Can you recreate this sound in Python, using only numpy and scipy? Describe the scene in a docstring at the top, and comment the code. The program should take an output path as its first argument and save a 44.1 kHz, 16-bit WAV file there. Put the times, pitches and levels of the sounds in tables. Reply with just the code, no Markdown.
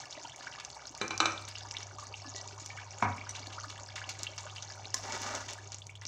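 """A small kitchen with hard walls, just above a pot where chicken simmers in thick gravy.
Steam bubbles ring as they open: big ones gurgle and plop, tiny ones fizz, and fat spits between them.
A switch snaps four times, an electric hum comes on, and later something knocks nearby.
Near the end a spoon squelches through the gravy and the boil calms down."""
import sys
import numpy as np
from scipy import signal
from scipy.fft import rfft, irfft
from scipy.io import wavfile
from scipy.ndimage import uniform_filter1d

SR = 44100
rng = np.random.default_rng(int(sys.argv[2]) if len(sys.argv) > 2 else 0)


def pcm_store(signal):
    """Save signal as 16-bit PCM."""
    levels = np.round(np.clip(np.atleast_2d(signal), -1, 1) * 32767)
    wavfile.write(sys.argv[1], SR, levels.astype(np.int16).T)


N = 267687
TIME = np.arange(N) / SR

# The tone of tearing gravy, and of the soft crackle under the boil. 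Each row: frequency in Hz, level in dB.
POP_TONE = [(250, -8), (800, -2.5), (1500, -3), (3000, 2), (6000, -6), (10000, -23.5)]
BED_TONE = [(150, -13.5), (300, -7), (480, 3), (700, 9.5), (1150, 1.5), (1900, -17.5), (3200, -12),
            (6300, 0.5), (9000, -16), (15000, -15)]
def simmer(calm_start_s=5.54, calm_db_per_s=30):
    """Steam rises in spurts of bubbles and pops, with clusters of fizz. Stirring calms the boil."""
    spurt_db = 1.8 * wander(per_s=14)
    cluster_db = 3 * wander(per_s=22)
    calm_db = -calm_db_per_s * np.maximum(TIME - calm_start_s, 0)
    gurgles = gain(-60 + spurt_db) * swarm(per_s=45, hz=(270, 580), cycles=3.5, spread_db=20.5, rise=0.13)
    plops = gain(-51 + spurt_db / 2) * swarm(per_s=90, hz=(560, 1300), cycles=4, spread_db=11, rise=0.17)
    blips = gain(-50.5 + spurt_db) * swarm(per_s=85, hz=(1300, 4000), cycles=5, spread_db=11, rise=0.17)
    fizz = gain(-46.5 + cluster_db) * swarm(per_s=190, hz=(4200, 7000), cycles=6, spread_db=14, rise=0.1)
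    pops = gain(-65.5 + spurt_db) * puffs(POP_TONE, per_s=77, spread_db=0, decay_s=0.0036)
    bed = gain(-60.5 + spurt_db) * crackle(BED_TONE, per_s=4000, spread_db=9.5)
    return gain(calm_db) * (gurgles + plops + blips + fizz + pops + bed)

def bubble(hz, life_s, rise, rough=0):
    """A pocket of steam rings and climbs in pitch as it opens. Thick gravy makes the note ragged."""
    t = np.arange(int(2.5 * life_s * SR)) / SR
    envelope = (1 - np.exp(-t * hz)) * np.exp(-(t / life_s) ** 2)
    cycles = hz * t * (1 + rise * t / life_s / 2)
    slips = np.cumsum(rng.standard_normal(64))
    wobble = rough * np.interp(cycles, np.arange(len(slips)), slips)
    return envelope * np.sin(2 * np.pi * cycles + wobble)

def swarm(per_s, hz, cycles, spread_db, rise):
    """Many bubbles open at random times within a range of pitch. Most are faint, a few stand out."""
    low_hz, high_hz = hz
    out = np.zeros(N)
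    for when, height, strength, life, climb, rough in rng.random((int(per_s * N / SR), 6)):
        pitch = low_hz * (high_hz / low_hz) ** height
        ring = bubble(pitch, cycles * (0.5 + life) / pitch, 2 * rise * climb, rough / 2)
        add(out, when * N / SR, gain(spread_db * (strength ** 2 - 0.5)) * ring)
    return out

# The bubbles that stand out. Each row: start in seconds, pitch in Hz, level in dB, life in vibrations.
LOUD_BUBBLES = [(0.002, 790, -41, 3.2), (0.035, 1460, -46.5, 9.9), (0.127, 3440, -37, 6.3),
                (0.151, 2160, -45, 9.9), (0.176, 600, -40, 4.6), (0.234, 6350, -34.5, 5.9),
                (0.248, 870, -38, 4.1), (0.253, 2900, -37, 4.9), (0.297, 2700, -42, 7.5),
                (0.32, 3060, -42, 7.3), (0.334, 5800, -51, 5.7), (0.469, 1346, -34.5, 7.7),
                (0.526, 2950, -36.5, 3.6), (0.5595, 4940, -38, 4.4), (0.579, 1030, -44, 6.9),
                (0.609, 2260, -41.5, 3.7), (0.702, 4480, -27.5, 1.9), (0.765, 816, -40.5, 5),
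                (0.855, 4000, -36, 4.4), (0.95, 5300, -25, 1.9), (1.321, 5320, -31, 5.6),
                (1.377, 3180, -34.5, 8.6), (1.452, 5730, -33.5, 5), (1.554, 2700, -32, 4.7),
                (1.584, 6300, -32, 4), (1.607, 3480, -35.5, 3.8), (1.649, 914, -42.5, 7),
                (1.689, 5300, -37, 3.9), (1.711, 5360, -23, 3.4), (1.74, 5600, -30.5, 3.4),
                (1.747, 1820, -41.5, 10.4), (1.768, 3410, -24.5, 3.9), (1.785, 5560, -33, 4),
                (1.83, 5530, -29, 4.8), (1.869, 5950, -34.5, 4.6), (1.911, 1400, -43, 4),
                (1.955, 697, -49, 5.7), (1.984, 1045, -38, 6.4), (2.026, 1034, -40, 6.5),
                (2.069, 5700, -34, 5.3), (2.14, 2420, -35, 7.9), (2.22, 687, -45, 4.2),
                (2.244, 1010, -43, 5.9), (2.272, 4730, -36, 3.7), (2.287, 5950, -37, 4),
                (2.397, 650, -48, 5.5), (2.413, 5300, -32, 6.7), (2.455, 844, -49, 9.3),
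                (2.476, 6200, -33, 7.9), (2.577, 970, -43, 6.3), (2.599, 6400, -34, 4.8),
                (2.702, 2000, -39, 7.9), (2.775, 2000, -39, 5), (2.784, 1370, -41.5, 10.4),
                (2.908, 5360, -34, 5), (2.985, 6200, -34, 6.6), (2.999, 1380, -43, 4),
                (3.181, 2220, -36, 3.8), (3.212, 2030, -37, 7), (3.268, 1430, -40.5, 5.9),
                (3.35, 2500, -37, 6), (3.361, 3750, -33, 4.3), (3.383, 2770, -42, 4.5),
                (3.395, 6300, -32, 3.5), (3.47, 3800, -37, 7.3), (3.581, 1174, -36, 8.8),
                (3.6, 5460, -32.5, 6.4), (3.639, 1088, -37.5, 8.3), (3.683, 4840, -40, 3.9),
                (3.702, 4130, -34.5, 5), (3.778, 2900, -39.5, 4), (3.807, 4710, -41, 5),
                (3.888, 1540, -42.5, 4), (3.903, 3150, -43, 6.1), (3.98, 1820, -34, 3.9),
                (4.016, 1510, -33.5, 4.4), (4.04, 2600, -38, 8), (4.079, 680, -44, 5.9),
                (4.091, 2364, -34.5, 4.3), (4.19, 6940, -27.5, 3.5), (4.2, 610, -45, 4.5),
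                (4.268, 2610, -28.5, 7.1), (4.316, 5300, -39, 4.9), (4.383, 5230, -31, 3.9),
                (4.407, 5950, -34, 4), (4.438, 980, -44, 4.9), (4.467, 1220, -32.5, 2.2),
                (4.498, 2950, -38.5, 4.5), (4.567, 2770, -36, 4), (4.582, 2700, -35.5, 5.9),
                (4.624, 5700, -30, 5.6), (4.7, 1470, -46, 8.1), (4.722, 5700, -29.5, 2.9),
                (4.845, 2370, -41, 6.2), (4.855, 3960, -29, 3.5), (4.905, 6400, -40, 6.1),
                (5.426, 1190, -43, 4), (5.487, 1560, -35.5, 3.2), (5.585, 1480, -41.5, 6.4),
                (5.745, 6300, -26.5, 4.7), (5.785, 6750, -30, 3), (5.819, 3120, -40, 7.1),
                (5.894, 2100, -41.5, 8.9), (5.954, 2900, -39, 5.5), (6.014, 5700, -37, 4.2),
                (6.018, 1780, -42, 5.3), (6.053, 5270, -19.5, 1.6)]
def loud_bubbles(glide=0.0042, rough=0.34, small_cycles=5):
    """Each loud bubble bursts with a tick, rings, then splutters into up to two smaller ones."""
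    out = np.zeros(N)
    t = np.arange(SR // 100) / SR
    tick = rng.standard_normal(len(t)) * np.exp(-t / 0.002)
    for start, hz, db, cycles in LOUD_BUBBLES:
        rise = glide * cycles ** 2 * rng.uniform(0.685, 1.185)  # long-lived bubbles climb further
        add(out, start, gain(db) * bubble(hz, cycles / hz, rise, rough * rng.random()))
        add(out, start, gain(db - 20) * tick * rng.choice([-1, 1]))
        for _ in range(2):
            start += rng.uniform(0, 0.0124)
            small_hz = hz * rng.uniform(1, 1.56)
            if small_hz < 7000:
                ring = bubble(small_hz, small_cycles / small_hz, glide * small_cycles ** 2, rough)
                add(out, start, gain(db - 10.5) * ring)
    return out

# Sharp ticks and cracks from the pot, including the spoon's slap and scrape.
# Each row: start in seconds, tick level in dB, crack level in dB.
POT_CRACKS = [(0.361, -44, -28), (0.6, -34, -34), (0.6488, -29, -49), (0.87, -35.5, -32),
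              (0.9765, -38, -29), (1.0796, -29.5, -29), (1.1778, -24, -21), (1.4862, -41, -20),
              (2.362, -30, -49), (2.661, -31.5, -22.5), (3.294, -46, -24), (3.4705, -40, -27.5),
              (3.7015, -49, -31), (4.0943, -35, -15), (4.2323, -23, -15), (4.6285, -36, -33),
              (4.943, -24, -7), (4.9885, -45, -26.5), (5.1225, -27, -28), (5.177, -43, -28),
              (5.2183, -32.5, -14), (5.3507, -26, -25), (5.508, -34, -30), (5.5335, -35, -23),
              (5.7197, -29.5, -47), (5.868, -35, -27)]
# The tone of a sharp crack, and of a fine spray of fat. Each row: frequency in Hz, level in dB.
CRACK_TONE = [(1500, -22), (5000, -18.5), (8000, -9), (12000, 2), (15000, -7)]
SPRAY_TONE = [(4000, -21.5), (8000, -2), (10000, -2.5), (15000, -2)]
def pot_cracks():
    """Bursting films, spitting fat and the spoon tick and crack sharply over a faint spray of fat."""
    out = gain(-61.5) * puffs(SPRAY_TONE, per_s=35, spread_db=5, decay_s=0.007)
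    t = np.arange(SR // 50) / SR
    tick_tone = [(200, -31.5), (700, -12), (2200, -16.5), (4300, -6.5), (6300, 5), (7500, -1.5),
                 (10000, -31)]
    for start, tick_db, crack_db in POT_CRACKS:
        bursts = rng.standard_normal((2, len(t))) * np.exp(-t / 0.0013)
        add(out, start, gain(tick_db) * unit_peak(colour(bursts[0], tick_tone)))
        add(out, start, gain(crack_db) * unit_peak(colour(bursts[1], CRACK_TONE)))
    return out

# Pockets of escaping steam. Each row: start in seconds, sputter level in dB, sizzle level in dB.
STEAM_VENTS = [(0.0, -55, -48.5), (0.103, -54, -50), (0.243, -59, -74), (0.42, -52, -55),
               (0.597, -48.5, -59), (1.478, -48.5, -49), (1.574, -52.5, -56), (1.768, -55, -62),
               (1.802, -50, -54), (1.985, -57, -49), (2.165, -59, -52.5), (2.364, -66, -46),
               (2.474, -68, -54), (2.602, -55, -50), (2.691, -57, -53), (3.292, -56, -50.5),
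               (3.352, -46.5, -49), (3.521, -51, -48.5), (3.697, -49, -49), (3.957, -42, -47),
               (4.091, -45, -43), (4.192, -47.5, -50), (4.237, -51, -54), (4.379, -48, -47),
               (4.56, -53, -52.5), (4.625, -58, -53), (5.484, -44, -45.5), (5.724, -52.5, -51),
               (6.017, -51, -65)]
# The tone of the sputter, and of the sizzle. Each row: frequency in Hz, level in dB.
SPUTTER_TONE = [(400, -24.5), (900, 5.5), (1800, 3), (3500, 4.5), (6300, -12), (9000, -3.5), (15000, -5)]
SIZZLE_TONE = [(1500, -28), (3500, -19), (5000, -10), (6500, 7.5), (9000, -11.5), (15000, -12)]
def vents(decay_s=0.027):
    """Steam suddenly sputters out through the froth and sets off a sizzle of ticks and tiny bubbles."""
    ticks = crackle(SIZZLE_TONE, per_s=790, spread_db=7)
    tiny_bubbles = unit(swarm(per_s=380, hz=(3500, 7200), cycles=5, spread_db=10, rise=0.1))
    sizzle = 0.7 * (ticks + tiny_bubbles)
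    sputter = crackle(SPUTTER_TONE, per_s=1500, spread_db=6)
    out = np.zeros(N)
    for start, sputter_db, sizzle_db in STEAM_VENTS:
        fade = (TIME > start) * np.exp(-np.abs(TIME - start) / decay_s)
        out += fade * (gain(sputter_db) * sputter + gain(sizzle_db) * sizzle)
    return out

# Pushes of the spoon. Each row: middle in seconds, half the length in seconds, level in dB.
SPOON_PUSHES = [(5.114, 0.087, -44), (5.278, 0.061, -46.5), (5.364, 0.066, -47.5)]
# The notes of the spoon. Each row: pitch in Hz, level in dB, seconds to fade by 60 dB.
SPOON_NOTES = [(1046, -2.5, 0.042), (4230, -5, 0.03), (5970, 1, 0.029), (7200, -4, 0.024),
               (7330, -5, 0.042)]
# The tone of the squelch, and of the wet crackle. Each row: frequency in Hz, level in dB.
SQUELCH_TONE = [(130, -8), (230, -4.5), (400, 1), (690, 0.5), (1200, 2), (1900, 1), (3000, -9), (6000, -10)]
WET_TONE = [(1500, 2.5), (3000, 2.5), (4500, 6), (6300, 11.5), (9000, -1.5), (15000, 6.5)]
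def stir(in_s=4.9422, out_s=5.36):
    """A spoon slaps in, sloshes through the froth with each push, and crackles wetly until it lifts."""
    since_in, since_out = np.maximum(TIME - in_s, 0), np.maximum(TIME - out_s, 0)
    splash = gain(-30) * np.exp(-since_in / 0.0033)
    wetness = gain(-46) * np.exp(-since_out / 0.12) + splash
    effort = sum(gain(db) * np.exp(-((TIME - middle) / half) ** 2) for middle, half, db in SPOON_PUSHES)
    slips = gain(2.1 * wander(per_s=80))
    froth = 0.7 * crackle(SQUELCH_TONE, per_s=1400, spread_db=4)
    froth += 0.6 * unit(swarm(per_s=600, hz=(500, 2000), cycles=3, spread_db=6, rise=0.15))
    gap_hz = 600 + 1700 * since_in  # the gap behind the spoon rings higher as it narrows
    gap = gain(-6.5) * wander(per_s=350) * np.sin(2 * np.pi * np.cumsum(gap_hz) / SR)
    wet_crackle = wetness * crackle(WET_TONE, per_s=770, spread_db=0.5)
    out = (TIME > in_s) * slips * (effort * (froth + gap) + wet_crackle)
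    slap = strike(SPOON_NOTES, crack_db=3, crack_s=0.004)
    slap_tone = [(200, -16), (550, -9), (1000, 2), (1700, -4), (3500, -8), (6000, 4)]
    add(out, in_s, gain(-21.5) * colour(slap, slap_tone))
    return out

# Snaps of the switch. Each row: start in seconds, level in dB, low body in dB, treble in dB.
SWITCH_SNAPS = [(1.0139, -18.5, 8, -6.5), (1.1067, -21, 4.5, -8), (1.2023, -13, 6.5, -2.5),
                (1.2564, -15.5, 6, -1.5)]
# The notes of its housing. Each row: pitch in Hz, level in dB, seconds to fade by 60 dB.
HOUSING_NOTES = [(242, -29, 0.056), (326, -25.5, 0.06), (774, -13.5, 0.031), (1056, -15, 0.051),
                 (1100, -10.5, 0.031), (1285, -3, 0.021), (1337, -15, 0.016), (1500, -14.5, .035),
                 (1580, -13, 0.02), (1830, -35, 0.028), (2345, -24, 0.019), (2605, -12, 0.042),
                 (3000, -6, 0.04), (3540, -10, 0.05), (3880, 0.5, 0.012), (4010, -7.5, 0.044),
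                 (4110, -6, 0.026), (5920, -4, 0.022), (6350, -4, 0.013)]
def switch():
    """Each snap rattles the housing with its own mix of notes, and the metal spring inside rings on."""
    out = np.zeros(N)
    spring = note(hz=2365, db=-17.5, fade_s=0.095)
    for start, db, body_db, treble_db in SWITCH_SNAPS:
        notes = [(hz, rng.normal(note_db, 2), fade_s) for hz, note_db, fade_s in HOUSING_NOTES]
        snap = strike(notes, crack_db=-1.5, crack_s=0.0083) + spring
        tone = [(60, -8), (170, -2), (340, body_db), (520, 2.5), (1200, 3), (2400, -0.5),
                (3300, treble_db), (3900, treble_db + 5), (4700, treble_db - 0.5), (6500, treble_db),
                (12000, -11)]
        add(out, start, gain(db) * colour(snap, tone))
    return out

# The notes of the knocked thing. Each row: pitch in Hz, level in dB, seconds to fade by 60 dB.
KNOCK_NOTES = [(99.5, -16.5, 0.29), (157, -18, 0.048), (240, -9, 0.048), (580, -14, 0.015),
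               (720, -12.5, 0.027), (934, -3, 0.02), (1093, -4, 0.018), (1250, -7, 0.025),
               (1493, -2, 0.011), (1730, -12.5, 0.022), (2230, -15, 0.024)]
def knock(start_s=3.0238):
    """Something is struck and gives a dull, hollow clack over a low thump."""
    out = np.zeros(N)
    clack = strike(KNOCK_NOTES, crack_db=-1, crack_s=0.012)
    tone = [(45, -19), (90, -2.5), (240, 0.5), (340, -2), (520, 4), (950, 7), (1400, 0.5), (2300, 0.5),
            (3200, -15), (6000, -17), (10000, -21)]
    add(out, start_s, gain(-13) * colour(clack, tone))
    return out

# The notes in a thin squeak. Each row: pitch in Hz, level in dB.
SQUEAK_NOTES = [(2020, -50), (3850, -53), (5910, -37.5), (8070, -40)]
def squeak(start_s=3.291):
    """A brief, thin, rough metallic squeak. Its notes borrow the short ring shape of a bubble."""
    out = np.zeros(N)
    for hz, db in SQUEAK_NOTES:
        add(out, start_s, gain(db) * bubble(hz, life_s=0.021, rise=0.004))
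    return out * (0.7 + 0.55 * wander(per_s=500))

# Faint rings of the pot. Each row: start in seconds, pitch in Hz, level in dB.
POT_NOTES = [(2.246, 1720, -56), (2.363, 1945, -54), (2.703, 1810, -53), (4.269, 3165, -52)]
def pot_rings():
    """Now and then a burst leaves the pot ringing on one note."""
    out = np.zeros(N)
    for start, hz, db in POT_NOTES:
        add(out, start, note(hz, db, fade_s=0.27))
    return out

def hum(start_s=1.1, hz=100.2):
    """A wavering hum at twice the frequency of the power line comes on with the second snap."""
    fade_in = np.clip((TIME - start_s) / 0.035, 0, 1)
    level = gain(-53 + 0.85 * wander(per_s=7.7))
    phase = 2 * np.pi * hz * TIME
    return fade_in * level * (np.sin(phase) + gain(-29) * np.sin(2 * phase))

def echoes(x, delay_s, fade_s, tone):
    """Sound bounces off hard walls: dense echoes start after a delay and die away."""
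    t = np.arange(SR // 2) / SR
    tail = rng.standard_normal(len(t)) * (t > delay_s) * gain(-60 * t / fade_s)
    tail /= np.sqrt(np.sum(tail ** 2))
    return colour(signal.fftconvolve(x, tail)[:N], tone)

# The notes the kitchen holds. Each row: pitch in Hz, level in dB, seconds to fade by 60 dB.
ROOM_NOTES = [(231, -3, .5), (331, 3, 0.3), (722, 7, .42), (907, -4, 0.65), (943, -1, 0.45), (1020, 0, .35),
              (1289, 7, 0.37), (3100, -5, .4), (3480, -2, 0.27), (4020, 2, 0.41)]
def kitchen(x):
    """The walls echo each sound, and waves caught between them ring on at a few pitches."""
    tone = [(100, 3.5), (250, 2), (330, 2.5), (440, 0.5), (700, -2.5), (1200, -0.5), (2400, -2.5),
            (4000, -12), (8000, -5.5)]
    # Scaled so that a note is not louder just because it rings longer.
    ringing = sum(note(hz, db, fade) * 2 * np.log(1000) / (fade * SR) for hz, db, fade in ROOM_NOTES)
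    held_notes = signal.fftconvolve(x, ringing)[:N]
    return echoes(x, delay_s=0.00544, fade_s=0.46, tone=tone) + gain(-8) * held_notes

# The tone of the kitchen's background noise. Each row: frequency in Hz, level in dB.
RUMBLE_TONE = [(25, -11), (50, -18), (64, 1), (80, -10.5), (105, 3.5), (150, -3.5), (220, -25), (400, -15),
               (1000, -12), (8000, -64)]
def rumble():
    """A faint, low, steady noise fills the room."""
    return gain(-63.5) * unit(colour(rng.standard_normal(N), RUMBLE_TONE))

def note(hz, db, fade_s):
    """One pure vibration that dies away by 60 dB in fade_s seconds."""
    t = np.arange(SR // 2) / SR
    return gain(db - 60 * t / fade_s) * np.sin(2 * np.pi * hz * t)

def strike(notes, crack_db, crack_s):
    """A struck object gives a brief crack of contact and rings with its own notes."""
    t = np.arange(SR // 2) / SR
    ring = sum((-1) ** k * note(*row) for k, row in enumerate(notes))
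    crack = gain(crack_db) * np.exp(-t / crack_s) * rng.standard_normal(len(t))
    return unit_peak(ring + crack)

def clicks(per_s, spread_db):
    """Clicks at random times, their sizes scattered by spread_db."""
    size = gain(spread_db * np.clip(rng.standard_normal(N), -2, 2))
    return (rng.random(N) < per_s / SR) * size * rng.choice([-1, 1], N)

def crackle(tone, per_s, spread_db):
    """Many clicks blend into a crackle with the given tone."""
    return unit(colour(clicks(per_s, spread_db), tone))

def puffs(tone, per_s, spread_db, decay_s):
    """Short puffs of noise with no pitch: each starts at once and fades."""
    envelope = signal.lfilter([1], [1, -np.exp(-1 / (decay_s * SR))], np.abs(clicks(per_s, spread_db)))
    return unit(colour(envelope * rng.standard_normal(N), tone))

def wander(per_s):
    """A smooth random curve of typical size 1 that turns about per_s times a second."""
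    hold = int(SR / per_s)
    steps = np.repeat(rng.standard_normal(N // hold + 1), hold)[:N]
    return unit(uniform_filter1d(steps, hold))

def colour(x, tone, size=4096):
    """Filter a sound to follow a tone, given as pairs of frequency in Hz and level in dB."""
    hz, db = np.transpose(tone)
    bins = np.maximum(np.arange(size // 2 + 1) * SR / size, 1)
    cepstrum = irfft(np.log(gain(np.interp(np.log(bins), np.log(hz), db))))
    # Folding makes the filter ring only after a sound, never before it.
    cepstrum[1:size // 2] *= 2
    cepstrum[size // 2 + 1:] = 0
    return signal.fftconvolve(x, irfft(np.exp(rfft(cepstrum))))[:len(x)]

def gain(db):
    """Turn decibels into a number to multiply by."""
    return 10 ** (np.asarray(db) / 20)

def unit(x):
    """Scale a sound to an average (rms) level of 1."""
    return x / np.sqrt(np.mean(x ** 2))

def unit_peak(x):
    """Scale a sound so its highest peak is 1."""
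    return x / np.abs(x).max()

def add(out, start_s, sound):
    """Mix a sound in at a given time."""
    start = int(np.clip(start_s * SR, 0, N))
    out[start:start + len(sound)] += sound[:N - start]

def scene():
    """The close pot echoes in its own wall. The switch and knock are further off, with more room echo."""
    pot = simmer() + loud_bubbles() + pot_cracks() + vents() + pot_rings() + squeak() + stir()
    pot += gain(-8) * echoes(pot, delay_s=0.0012, fade_s=0.045, tone=[(300, 4), (800, 2), (7000, 0)])
    further_off = switch() + knock()
    room = kitchen(gain(-9) * pot + gain(1) * further_off)
    return (pot + further_off + room + rumble() + hum())[None]

# How strongly the microphone picks up each frequency. Each row: frequency in Hz, level in dB.
MICROPHONE_TONE = [(25, -19), (45, 4.5), (62, 3.5), (6700, 3), (7800, -2.5), (9300, -14.5), (11500, -28.5),
                   (13500, -32), (15200, -21), (16000, -29)]
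def record(dry, top_hz=15800):
    """The microphone dulls the sound above 7 kHz, and the very top is cut off."""
    top_cut = signal.ellip(10, 0.2, 70, top_hz, fs=SR, output="sos")
    return signal.sosfilt(top_cut, colour(dry[0], MICROPHONE_TONE))[None]

dry = scene()
out = record(dry)
pcm_store(out)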